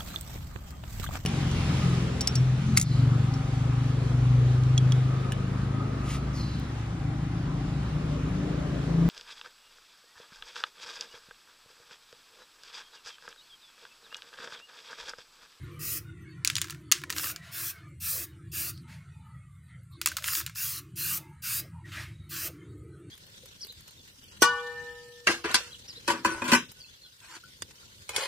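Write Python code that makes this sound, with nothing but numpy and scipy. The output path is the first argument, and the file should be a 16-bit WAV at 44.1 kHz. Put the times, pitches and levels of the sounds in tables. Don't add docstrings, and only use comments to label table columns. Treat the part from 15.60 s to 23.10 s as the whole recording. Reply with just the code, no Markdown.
import sys
import numpy as np
from scipy import signal
from scipy.fft import rfft, irfft
from scipy.io import wavfile
from scipy.ndimage import uniform_filter1d

SR = 44100
rng = np.random.default_rng(int(sys.argv[2]) if len(sys.argv) > 2 else 0)


def magnitude_from_level(level_db):
    exponent = np.asarray(level_db, float) / 20
    return 10 ** exponent


def to_wav(s):
    ch = np.atleast_2d(s).T
    pcm = np.round(np.clip(ch, -1, 1) * 32767)
    wavfile.write(sys.argv[1], SR, pcm.astype(np.int16))


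N = 330750
T = np.arange(N) / SR

# opens t/s, loudest t/s, shuts t/s, jet hiss level/dB, midrange level/dB
PUFFS = [(0.189, 0.327, 0.38, -34.5, -45.5), (1.544, 1.657, 1.715, -35.5, -42),
         (1.913, 2.07, 2.108, -36, -43.5), (2.399, 2.505, 2.643, -32.5, -43),
         (2.914, 3.01, 3.102, -33.5, -42), (4.627, 4.77, 4.8, -32.5, -40),
         (4.947, 5.048, 5.19, -33.5, -40.5), (5.355, 5.52, 5.577, -31.5, -41),
         (5.818, 5.95, 6, -32.5, -40.5), (6.69, 6.87, 6.875, -37, -42.5)]
# f/Hz, relative spectral level/dB
JET_COLOUR = [(530, -68), (900, -17), (967, -36.5), (1080, -4), (1300, -1), (1960, -5), (2230, -6),
              (2550, 0.5), (3200, -6.5), (5040, 0), (7750, -5), (9060, -3), (11600, -4), (14400, 2.5),
              (15700, -4)]
# centre t/s, length/s, level/dB
FLUTTERS = [(1.623, .3, -57.5), (2.585, 0.11, -54.5), (3.029, .13, -59.5), (5.608, 0.063, -60),
            (6.018, 0.11, -59), (6.406, 0.065, -69.5), (6.871, 0.092, -55.5)]
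# t/s, crack level/dB, crack f/Hz,
# wall thud setting/dB, sharp top setting/dB (both relative to the crack)
CLACKS = [(0.848, -9.5, 3050, -45.5, -18), (0.8746, -9.5, 6150, -44, -31), (0.9, -12, 2800, -16, -28.5),
          (0.9543, -15.5, 4650, -34, -31.5), (0.9658, -11.5, 4440, -42, -44.5),
          (0.9823, -18, 2810, -23, -29), (1.0156, -11, 5300, -39, -18), (1.0431, -26.5, 5230, -4, -17),
          (1.098, -25.5, 2800, -9, -27), (1.106, -23, 6200, -23, -14), (1.124, -35.5, 2620, -0.5, -24.5),
          (1.3158, -6.5, 4400, -21, -13), (1.3215, -1, 6340, -26.5, -26.5), (1.322, -24, 2600, 2, -32),
          (1.4368, -28, 3617, 3, -23), (1.4968, -28, 4700, -6, -36), (1.502, -17, 6410, -6.5, -6),
          (1.5254, -21, 4600, -12, -26), (1.564, -24.5, 2980, -5.5, -14), (1.5828, -15, 4500, -13.5, -16),
          (1.5956, -24, 3000, -4, -14), (1.6327, -24.5, 5750, -4.5, -15), (1.643, -23, 6060, -4, -17),
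          (1.761, -24.5, 4690, -12, -24.5), (3.176, -42, 4500, -28, -35), (4.4147, -17, 3900, -10.5, -12),
          (4.4596, -7, 8300, -18, -11), (4.4722, -11, 7000, -12.5, -25), (4.4859, -22, 10500, -34, -20.5),
          (4.517, -30.5, 2950, 2.5, -2.5), (4.568, -14.5, 5840, -11.5, -7), (4.5837, -29.5, 5150, 2.5, -17),
          (4.642, -17.5, 2880, -12, -19), (4.6791, -18, 2500, -10, -4), (4.6847, -20.5, 2540, -7, -28),
          (4.733, -20.5, 6700, -7, -19), (4.7513, -15.5, 5240, -30, -12), (4.812, -25, 5160, -2.5, -3.5),
          (4.8637, -17, 2640, -47, -20), (4.9576, -28.5, 6050, -8, -26)]
# f/Hz, level/dB, t60/s
CAN_MODES = [(1050, -7, 0.024), (1350, 1.5, .022), (1650, 3, .022), (2072, -6, 0.026), (2800, -2.5, .03),
             (3640, -12.5, 0.012), (4570, -1, 0.023), (6380, -1, .03), (6930, -5, .05), (8480, -8, 0.05),
             (10000, -14, 0.04)]
# from t/s, to t/s, mean crack level/dB
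ROLLS = [(0.859, 1.16, -38.5), (1.337, 1.419, -38), (1.532, 1.71, -29), (4.622, 4.821, -29.5),
         (4.872, 4.932, -31.5)]
# starts t/s, loudest t/s, ends t/s, level/dB
SWISHES = [(0.0, 0.03, 0.21, -61.5), (1.817, 1.85, 2.2, -52), (3.274, 3.324, 3.34, -53),
           (6.249, 6.294, 6.33, -52.5), (6.316, 6.36, 6.43, -42.5)]
# f/Hz, relative spectral level/dB
SWISH_COLOUR = [(290, -61), (500, -35), (613, -3), (678, -17), (988, -8), (1280, -4), (1790, 2.5),
                (15100, -21.5), (16000, -34)]
# t/s, level/dB
MIDRANGE_LEVEL = [(0, -59), (.47, -62), (.83, -58), (1.3, -62.5), (1.8, -57), (2.25, -57.5), (2.38, -72.5),
                  (2.75, -62.5), (2.9, -66.5), (3.5, -64.5), (4.05, -70.5), (4.11, -65), (4.27, -71),
                  (4.35, -71), (4.4, -63), (5.3, -69), (5.8, -66.5), (6.22, -68), (6.65, -65.5), (7.0, -63),
                  (7.22, -70.5), (7.5, -67)]
# f/Hz, relative spectral level/dB
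MIDRANGE_COLOUR = [(260, -33.5), (450, -12.5), (520, -19.5), (636, -15), (778, -27), (1410, -3),
                   (1610, -13), (2100, -6), (2400, -15), (4600, -21.5), (5140, -32.5), (6500, -26.5),
                   (8450, -59), (14300, -120)]
# start t/s,
# length/s, f/Hz, width f/Hz, level/dB
STREAKS = [(0, 0.51, 462, 79, -62), (1.497, 0.84, 685, 42, -67.5), (3.233, 0.17, 895, 62, -64),
           (3.516, 0.25, 888, 70, -65.5), (3.6, 0.21, 1274, 110, -62.5), (4.079, 0.11, 1990, 240, -59.5),
           (4.303, 0.073, 1120, 95, -63.5), (4.311, 0.077, 4000, 620, -62), (4.414, 0.36, 600, 93, -63.5),
           (5.471, 0.34, 900, 67, -62), (5.6, 0.58, 1645, 31, -67), (6.499, 0.21, 3817, 90, -67.5),
           (5.625, 0.228, 2260, 70, -73), (6.116, 0.13, 924, 110, -58.5), (6.852, 0.86, 401, 90, -58.5),
           (3.11, 0.11, 4530, 640, -59), (6.236, 0.05, 1880, 140, -52.5), (6.95, 0.6, 1266, 69, -71.5),
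           (0, 0.33, 1200, 140, -59.5), (0, 6.8, 81.3, 14.3, -57)]
# on t/s, off t/s, level/dB
HUMS = [(0, 1.77, -55.5), (1.95, 2.15, -59.5), (2.22, 2.37, -62), (2.58, 3.25, -57.5), (4.35, 4.54, -60.5),
        (4.76, 4.85, -58), (5.13, 5.72, -60), (5.95, 6.1, -57.5), (6.23, 6.3, -57.5), (6.33, 6.56, -58.5),
        (6.6, 6.8, -66), (6.7, 7.68, -52.5)]
# t/s, level/dB
RUMBLE_LEVEL = [(0, -44), (1.1, -47), (1.6, -51.5), (2.3, -52), (2.45, -46.5), (2.65, -52.5), (2.95, -47),
                (3.7, -48), (4.0, -51.5), (4.15, -47), (4.55, -56), (4.85, -50.5), (5.15, -55),
                (5.35, -47.5), (6.7, -46.5), (7.0, -48), (7.5, -48.5)]
# f/Hz, relative spectral level/dB
RUMBLE_COLOUR = [(18, -54.5), (30, -23), (43, -37), (65, -7.5), (86, 3), (139, 4), (164, -0.5), (235, -24),
                 (260, -25), (340, -53), (570, -120)]
# f/Hz, relative spectral level/dB
INSECT_COLOUR = [(3820, -45.5), (6500, -18.5), (7260, -3.5), (9100, 0), (10100, -8.5), (11000, -11.5),
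                 (14300, -44.5), (22000, -120)]

JET_SHAPE = dict(leap_db=17, leap_s=0.0175, swell_db=5, sag_db_s=57,
                 drop_db=11.5, drop_s=0.02, trail_db_s=328)
MID_SHAPE = dict(leap_db=20, leap_s=0.014, swell_db=1.5, sag_db_s=40,
                 drop_db=9.5, drop_s=0.031, trail_db_s=249)
BODY_SHAPE = dict(leap_db=11.5, leap_s=0.019, swell_db=-2, sag_db_s=34.5,
                  drop_db=9.5, drop_s=0.026, trail_db_s=105)
SWISH_SHAPE = dict(leap_db=8.5, leap_s=0.018, swell_db=3, sag_db_s=37,
                   drop_db=1.5, drop_s=0.037, trail_db_s=176)
BODY_LATE_S, BOTTOM_HZ, BOTTOM_FILL_S = 0.014, 1250, 0.093
RING_HZ, RING_WIDTH_HZ, RING_DB, RING_S = 2690, 160, -4, 0.076
TAP_GAP_S, TAP_HZ, TAP_THUD_DB, TAP_TOP_DB = 0.022, 3260, -3.5, -19.5
HUM_HZ, HUM_WIDTH_HZ, HUM_LOW_DB, HUM_FADE_S = 323.7, 67.5, -84, 0.042
INSECTS_DB, TREBLE_DB = -75, -82.5
TOP_HZ = 15900


def spray():
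    top = patchy(hiss(JET_COLOUR, 11000, 15500, keep=(6500, SR)), 2.0, 0.05, 300)
    mid = patchy(hiss(JET_COLOUR, 1200, 5000, keep=(2300, 6500)), 3.5, 0.06, 200)
    body = patchy(hiss(JET_COLOUR, 1200, 5000, keep=(BOTTOM_HZ, 2300)), 4.0, 0.06, 150)
    bottom = patchy(hiss(JET_COLOUR, 1200, 4830, keep=(1, BOTTOM_HZ)), 3.9, 0.05, 100)
    ring = noise_band(RING_HZ - RING_WIDTH_HZ / 2, RING_HZ + RING_WIDTH_HZ / 2, order=2)
    out = flutter()
    for opens, loudest, shuts, jet_db, mid_db in PUFFS:
        since = np.maximum(T - opens, 0)
        out = out + burst(opens, loudest, shuts, jet_db, **JET_SHAPE) * top
        out = out + burst(opens, loudest, shuts, mid_db, **MID_SHAPE) * mid
        filled = body + bottom * (1 - np.exp(-since / BOTTOM_FILL_S))
        out = out + burst(opens + BODY_LATE_S, loudest, shuts, mid_db, **BODY_SHAPE) * filled
        singing = np.exp(-since / RING_S) * ring
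        out = out + burst(opens, loudest, shuts, mid_db + RING_DB, **MID_SHAPE) * singing
    return bounced(out)


def flutter():
    noise = patchy(noise_band(407, 703), 3.0, 0.04, 60)
    return noise * sum(magnitude_from_level(db) * np.exp(-(2 * (T - s) / length) ** 4) for s, length, db in FLUTTERS)


def burst(opens, loudest, shuts, db, leap_db, leap_s, swell_db, sag_db_s, drop_db, drop_s, trail_db_s):
    since, after = np.maximum(T - opens, 0), np.maximum(T - shuts, 0)
    db = db - leap_db * np.exp(-since / leap_s)
    db = db - swell_db * np.clip((loudest - T) / (loudest - opens), 0, 1)
    db = db - sag_db_s * np.clip(T - loudest, 0, shuts - loudest)
    db = db - drop_db * np.minimum(after / drop_s, 1) - trail_db_s * after
    return np.clip((T - opens) / 0.0047, 0, 1) * magnitude_from_level(db)


def bounced(x, share=0.2, lag_s=0.0011, sway_s=0.00014, sway_hz=2.1):
    lag = SR * (lag_s + sway_s * np.sin(2 * np.pi * sway_hz * T))
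    echo = np.interp(np.arange(N) - lag, np.arange(N), x)
    return (x + share * echo) / np.sqrt(1 + share ** 2)


def clacks():
    out, t = np.zeros(N + 8192), np.arange(8192) / SR
    hz, db, t60 = np.transpose(CAN_MODES)[:, :, None]
    low = hz < 2300
    for s, crack_db, crack_hz, thud_db, top_db in [*CLACKS, *taps()]:
        noise = rng.standard_normal(size=(3, len(t)))
        chance = rng.standard_normal(size=(2, len(CAN_MODES), 1))
        crack = band(noise[0], crack_hz / 1.5, crack_hz * 1.3)
        crack = crack + magnitude_from_level(top_db + 10) * band(noise[1], 5000, 24000, order=1)
        crack = crack * np.exp(-t / 0.0011) * (1 - np.exp(-t / 0.0002))
        crack = crack / np.abs(crack).max()
        share = magnitude_from_level(db + 3.0 * chance[0])
        mode_hz = hz * (1 + 0.058 * chance[1])
        modes = share * np.sin(2 * np.pi * mode_hz * t) * 1000. ** (-t / t60)
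        thud = (modes * low).sum(axis=0) * (1 - np.exp(-t / 0.00024))
        thud = thud / np.abs(thud).max()
        ring = (modes * ~low).sum(axis=0)
        fizz = band(noise[2], 1200, 7800) + magnitude_from_level(top_db + 7.5) * noise[2]
        fizz = fizz * (np.exp(-t / 0.0053) + 0.38 * np.exp(-t / 0.035))
        blow = crack + magnitude_from_level(thud_db - 1.0) * thud + magnitude_from_level(-17.5) * (ring + fizz)
        i = int(s * SR)
        out[i:i + len(t)] += magnitude_from_level(crack_db) * blow
    return band(out[:N], 1020, 18000, order=7)


def taps():
    rows = []
    for start, end, db in ROLLS:
        for k, (late, size, pitch) in enumerate(rng.random(size=(16, 3))):
            s = start + (k + late) * TAP_GAP_S
            if s < end:
                tap_db = db + 6 * (size - 0.5)
                tap_hz = TAP_HZ * 2 ** (pitch - 0.5)
                rows.append((s, tap_db, tap_hz, TAP_THUD_DB, TAP_TOP_DB))
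    return rows


def swishes():
    noise = patchy(hiss(SWISH_COLOUR, 1500, 7000), 2.0, 0.03, 250)
    return sum(burst(*row, **SWISH_SHAPE) for row in SWISHES) * noise


def midrange():
    return patchy(hiss(MIDRANGE_COLOUR, 1100, 6000), 7.5, 0.06, 50) * magnitude_from_level(level_over_time(MIDRANGE_LEVEL))


def streaks():
    out = np.zeros(N)
    for start, length, hz, width_hz, db in STREAKS:
        on = (T >= start) & (T < start + length)
        sliver = band(rng.standard_normal(N)[on], hz - width_hz / 2, hz + width_hz / 2)
        to_edge = np.minimum(T[on] - start, start + length - T[on])
        ramps = np.clip(3 * to_edge / length, 0, 1)
        out[on] += magnitude_from_level(db) * ramps * sliver / sliver.std()
    return out


def hum():
    gate = magnitude_from_level(HUM_LOW_DB)
    for start, end, db in HUMS:
        gate = gate + magnitude_from_level(db) * np.clip(np.minimum(T - start, end - T) / HUM_FADE_S + 0.5, 0, 1)
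    return patchy(noise_band(HUM_HZ - HUM_WIDTH_HZ / 2, HUM_HZ + HUM_WIDTH_HZ / 2), 3.5, 0.05, 30) * gate


def rumble():
    return patchy(hiss(RUMBLE_COLOUR, 60, 220), 3.5, 0.08, 40) * magnitude_from_level(level_over_time(RUMBLE_LEVEL))


def insects():
    return patchy(hiss(INSECT_COLOUR, 6500, 12000), 4.5, 0.06, 60) * magnitude_from_level(INSECTS_DB)


def treble():
    return patchy(noise_band(10000, 14000), 7.0, 0.02, 3000) * magnitude_from_level(TREBLE_DB)


def hiss(colour, lo_hz, hi_hz, keep=(1, SR)):
    hz, db = np.transpose(colour)
    f = np.arange(N // 2 + 1) * SR / N + 1
    spectrum = rfft(rng.standard_normal(N)) * magnitude_from_level(np.interp(np.log(f), np.log(hz), db))
    scale = np.std(irfft(spectrum * (f > lo_hz) * (f < hi_hz), N))
    edges = (1 + (keep[0] / f) ** 8) * (1 + (f / keep[1]) ** 8)
    return irfft(spectrum / np.sqrt(edges), N) / scale


def band(x, lo_hz, hi_hz, order=2):
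    edges = [lo_hz, min(hi_hz, 0.45 * SR)]
    return signal.sosfilt(signal.butter(order, edges, "band", fs=SR, output="sos"), x)


def noise_band(lo_hz, hi_hz, order=3):
    noise = band(rng.standard_normal(N), lo_hz, hi_hz, order)
    return noise / noise.std()


def patchy(x, depth_db, hold_s, width_hz):
    f, s, z = signal.stft(x, SR, nperseg=1024)
    field = rng.standard_normal(z.shape)
    for axis, size in ((0, width_hz / f[1]), (1, hold_s / s[1])):
        for _ in range(2):
            field = uniform_filter1d(field, int(size) + 1, axis=axis)
    y = signal.istft(z * magnitude_from_level(depth_db * field / field.std()), SR, nperseg=1024)[1][:N]
    return y * x.std() / y.std()


def level_over_time(rows):
    s, db = np.transpose(rows)
    return np.interp(T, s, db)


def scene():
    near = spray() + clacks() + swishes()
    background = midrange() + streaks() + hum() + rumble() + insects() + treble()
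    mono = near + background
    return np.array([mono, mono])


def band_limit(x):
    return signal.sosfilt(signal.butter(12, 17000, fs=SR, output="sos"), x)


def record(dry):
    clipped = np.clip(dry, -0.9, 0.9)
    low_pass = signal.ellip(8, 0.2, 42, TOP_HZ, fs=SR, output="sos")
    finished = signal.sosfilt(low_pass, clipped)
    return band_limit(finished)


dry = scene()
out = record(dry)
to_wav(out)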